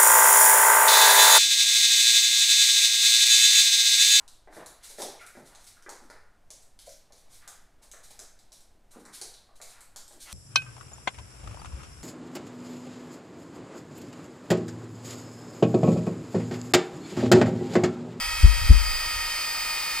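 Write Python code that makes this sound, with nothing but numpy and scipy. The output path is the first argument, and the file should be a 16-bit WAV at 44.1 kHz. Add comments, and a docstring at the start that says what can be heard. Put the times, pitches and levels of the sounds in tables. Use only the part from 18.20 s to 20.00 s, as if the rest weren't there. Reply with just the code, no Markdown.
"""Outdoors, close to the ground: an air-driven gyroscope whirs by a hand-held camera, its rotor slowly losing speed.
The rotor sings a stack of sine partials locked to its turning, topped by a thin whistle; its bearings
add an unsteady tone and bands of rough noise, and spent air hisses out of the frame as coloured noise.
Two soft bumps, built from decaying low modes, overload the two-port microphone, with fainter ones
between and after; dull scuffs and a dying handling rumble are shaped noise."""
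import sys
import numpy as np
from scipy import signal
from scipy.fft import rfft, irfft
from scipy.io import wavfile

SR = 44100
rng = np.random.default_rng(int(sys.argv[2]) if len(sys.argv) > 2 else 0)


def dump_mix(stems):
    """Bounce the given channels to the path in sys.argv[1] as a 16-bit WAV at rate SR."""
    frames = np.atleast_2d(stems).T  # one column per channel
    limited = np.clip(frames, -1, 1)  # hard clip at full scale
    pcm = np.round(limited * 32767).astype(np.int16)
    wavfile.write(sys.argv[1], SR, pcm)


N = 79380  # samples, 1.8 s

# Handling rumble in the camera. Each row: time in seconds, level in dB (mean of both ports).
RUMBLE_LEVEL = [(0, -39), (.15, -33.5), (.3, -34), (.45, -23), (.68, -30), (.81, -42), (.97, -37),
                (1.12, -44.5), (1.2, -50.5), (1.8, -51.5)]
# Colour of that rumble. Each row: frequency in Hz, relative level in dB.
RUMBLE_COLOUR = [(10, -29), (22, 10), (45, 2), (80, -6), (120, -19), (250, -41), (600, -68)]
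RUMBLE_PAN_DB = 2  # left over right

# Scuffs of the hand on the camera body. Each row: start in seconds, peak level in dB (mean of both ports).
SCUFFS = [(0.244, -32), (.268, -42.5), (.331, -48), (0.501, -28), (0.538, -39.5), (.603, -62)]
SCUFF_RISE_S, SCUFF_CUTOFF_HZ, SCUFF_PAN_DB = .007, 360, 7

# Bumps on the camera. Each row: start in seconds, level in dB.
BUMPS = [(.2318, 0), (.41, -22), (.4931, .7), (.86, -38), (.95, -35)]
# Low modes the camera rings with. Each row: frequency in Hz, rise in seconds, decay time in seconds,
# left level in dB, right level in dB (both relative to the bump).
BUMP_MODES = [(61.2, .018, .0136, 1, -1), (49.1, .0246, .046, -.8, -30), (42.5, .01, .034, -30, -14),
              (131, .014, .02, -18, -26)]

# Gyroscope levels below are those ahead of the shading at the microphone ports.
# Escaping air. Each row: frequency in Hz, noise density in dB per Hz.
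AIR_COLOUR = [(150, -82.5), (350, -82), (640, -78.5), (850, -73.5), (1100, -74), (1300, -67), (1530, -75),
              (1900, -68.5), (2250, -67), (2550, -69.5), (2800, -76.5), (3500, -74.5), (4000, -75.5),
              (4400, -73), (4800, -64.5), (5200, -73), (6600, -77), (7650, -74.5), (8400, -70.5),
              (9200, -74), (10200, -74.5), (10850, -80), (11500, -74), (12700, -77.5), (14000, -80),
              (15600, -84)]
# Likeness of the hiss at the two ports. Each row: frequency in Hz, correlation from 0 to 1.
PORT_LIKENESS = [(100, 0.7), (300, 0.17), (700, 0.63), (2200, 0.98), (4500, 0.9), (8000, 0.64),
                 (15000, 0.74)]

# Rough bearing noise. Each row: centre as a multiple of the turning rate, width in Hz, level in dB.
BEARING_BANDS = [(15.35, 110, -47), (14.7, 200, -53), (4.16, 70, -51)]
# Tone of the bearing balls. Each row: time in seconds, level in dB.
BALL_TONE_LEVEL = [(0, -36.5), (.25, -55), (.5, -39.5), (.92, -39.5), (1.15, -51), (1.35, -40), (1.8, -58)]
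BALL_MULTIPLE = 15.41  # of the turning rate
BALL_SLIP_RAD, BALL_SWELL_DB, BALL_SLIPS_PER_S = .8, 3.5, 55

ROTOR_HZ, SLOWING_HZ_PER_S = 317.45, 5.21  # turning rate at the start, and its loss
SPEED_WANDER, WANDER_PER_S = .00026, 9.2  # wander as a fraction of the speed
# Rotor partials. Each row: multiple of the turning rate, level in dB at mid-scene, growth in dB per second.
PARTIALS = [(2, -62, 0), (3, -50.8, 0), (4, -45.3, 0), (5, -59, 0), (6, -41, -1), (7, -48.8, 0),
            (8, -39.2, .5), (9, -53, 1), (10, -41.8, -1.5), (11, -56, -5), (12, -51.5, 3), (13, -58, 0),
            (14, -44.8, 3.5), (15, -52, -3), (16, -42.5, 1.5), (17, -53.5, 0), (18, -57.5, 0), (19, -52, 2),
            (21, -58, 0), (22, -56, 0), (24, -56, 0), (28, -58, 0), (30, -58, 0)]
SWELL_DB, SWELL_PER_S = 1, 8
FLUTTER, FLUTTER_PER_S = .13, 70  # depth both as a fraction of level and in radians of phase
BUCKETS = 48  # on the rotor
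# Whistle of the jet on the rotor's buckets. Each row: time in seconds, level in dB.
WHISTLE_LEVEL = [(0, -53), (.5, -54), (.7, -45), (1.0, -46), (1.1, -49), (1.22, -42.5), (1.8, -43.5)]

PORT_SCATTER_RAD = .35  # largest phase shift of a partial at either port
PORT_LAG_MS = .045  # right port after left
# Shading of the ports by the camera body. Each row: frequency in Hz, left minus right in dB.
PORT_BALANCE = [(60, 0.5), (110, 0.5), (200, 1.0), (380, 0.5), (700, 1.0), (1290, 3.0), (2380, 0.5),
                (4400, -2.5), (8120, 0.0), (15000, 3.5)]
TOP_HZ = 15700


def amp(db):
    """Decibels to gain."""
    return 10 ** (np.asarray(db) / 20)


def unit(x):
    """Scale to rms 1."""
    return x / np.sqrt(np.mean(x ** 2))


def seconds():
    """Time of every sample."""
    return np.arange(N) / SR


def bins():
    """Frequency of every spectral bin."""
    return np.arange(N // 2 + 1) * SR / N


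def over_time(table):
    """A table of (seconds, value) joined by straight lines."""
    return np.interp(seconds(), *np.array(table).T)


def over_hz(table):
    """A table of (Hz, value) joined on a log-frequency axis."""
    hz, value = np.array(table, float).T
    return np.interp(np.log(bins() + 1), np.log(hz), value)


def noise(gain):
    """Noise whose density per root Hz follows the gain."""
    spectrum = rfft(rng.standard_normal(N)) * gain
    return irfft(spectrum, N) * np.sqrt(SR / 2)


def walk(rate):
    """Smooth chance of rms 1 that changes about rate times a second."""
    return unit(noise(1 / (1 + (2 * bins() / rate) ** 4)))


def pan(db):
    """Left and right gains for a level difference."""
    return amp(np.array([[1], [-1]]) * db / 2)


def handling():
    """Low rumble of the hand on the camera: independent shaped noise at each port."""
    colour = amp(over_hz(RUMBLE_COLOUR))
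    rumble = np.array([unit(noise(colour)) for _ in range(2)])
    return rumble * pan(RUMBLE_PAN_DB) * amp(over_time(RUMBLE_LEVEL))


def scuffs():
    """Short dull rubs as the camera shifts in the hand: low noise that swells and dies within moments."""
    out = 0
    for start, db in SCUFFS:
        age = np.maximum(seconds() - start, 0) / SCUFF_RISE_S
        envelope = age * np.exp(1 - age)  # peaks at 1
        rub = unit(noise(1 / (1 + (bins() / SCUFF_CUTOFF_HZ) ** 4)))
        out = out + amp(db) * envelope * rub
    return out * pan(SCUFF_PAN_DB)


def bumps():
    """Each soft blow sets the camera's low modes swinging: they build for one or two cycles, then die away."""
    out = 0
    for start, db in BUMPS:
        age = np.maximum(seconds() - start, 0)
        for hz, rise, decay, left_db, right_db in BUMP_MODES:
            build = np.minimum(age / rise, 1)
            fade = np.exp(-np.maximum(age - rise, 0) / decay)
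            swing = build * fade * np.sin(2 * np.pi * hz * age)
            out = out + amp(db) * amp([[left_db], [right_db]]) * swing
    return out


def air():
    """Spent air hisses through the cavities of the frame, partly alike at both ports."""
    colour = amp(over_hz(AIR_COLOUR))
    alike = np.clip(over_hz(PORT_LIKENESS), 0, 1)
    shared = noise(colour * np.sqrt(alike))
    own = np.array([noise(colour * np.sqrt(1 - alike)) for _ in range(2)])
    return shared + own


def bearings(turns):
    """The rolling balls sing one unsteady tone between the rotor's partials, with bands of rough noise."""
    level = amp(over_time(BALL_TONE_LEVEL) + BALL_SWELL_DB * walk(BALL_SLIPS_PER_S))
    slip = BALL_SLIP_RAD * walk(BALL_SLIPS_PER_S)
    out = np.sqrt(2) * level * np.sin(2 * np.pi * BALL_MULTIPLE * turns + slip)
    for multiple, width, db in BEARING_BANDS:
        phase = 2 * np.pi * multiple * turns
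        # two slow chances on a sine and a cosine make a noise band around the multiple
        band = walk(width) * np.sin(phase) + walk(width) * np.cos(phase)
        out = out + amp(db) * band
    return out


def rotor(turns):
    """Partials locked to the shaft, each swelling and fluttering a little, and a thin whistle on top."""
    t, partials = seconds(), 0
    for multiple, db, growth in PARTIALS:
        level = amp(db + growth * (t - t.mean()) + SWELL_DB * walk(SWELL_PER_S))
        phase = 2 * np.pi * (round(multiple) * turns + rng.random())
        phase = phase + FLUTTER * walk(FLUTTER_PER_S)
        phase = phase + rng.uniform(-PORT_SCATTER_RAD, PORT_SCATTER_RAD, (2, 1))
        flutter = 1 + FLUTTER * walk(FLUTTER_PER_S)
        partials = partials + level * flutter * np.sin(phase)
    whistle = amp(over_time(WHISTLE_LEVEL)) * np.sin(2 * np.pi * BUCKETS * turns)
    return np.sqrt(2) * (partials + whistle)  # a sine of rms 1 peaks at root 2


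def ports(x):
    """The sound reaches the right port a little late, and the camera body shades each port differently."""
    lag_s = np.array([[0], [PORT_LAG_MS]]) / 10 ** 3
    lag = np.exp(-2j * np.pi * bins() * lag_s)
    return irfft(rfft(x) * lag * pan(over_hz(PORT_BALANCE)), N)


def scene():
    """The slowing gyroscope, heard through two ports; bumps, scuffs and rumble arise in the camera itself."""
    steady_slowing = ROTOR_HZ - SLOWING_HZ_PER_S * seconds()
    speed = steady_slowing * (1 + SPEED_WANDER * walk(WANDER_PER_S))
    turns = np.cumsum(speed) / SR
    gyroscope = rotor(turns) + bearings(turns) + air()
    return ports(gyroscope) + bumps() + scuffs() + handling()


def record(dry):
    """The recorder clips at full scale, then a steep low-pass cuts the top."""
    clipped = np.clip(dry, -1, 1)
    low_pass = signal.ellip(10, .1, 80, TOP_HZ, fs=SR, output="sos")  # ripple .1 dB, stopband -80 dB
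    return signal.sosfilt(low_pass, clipped)


dry = scene()
out = record(dry)
dump_mix(out)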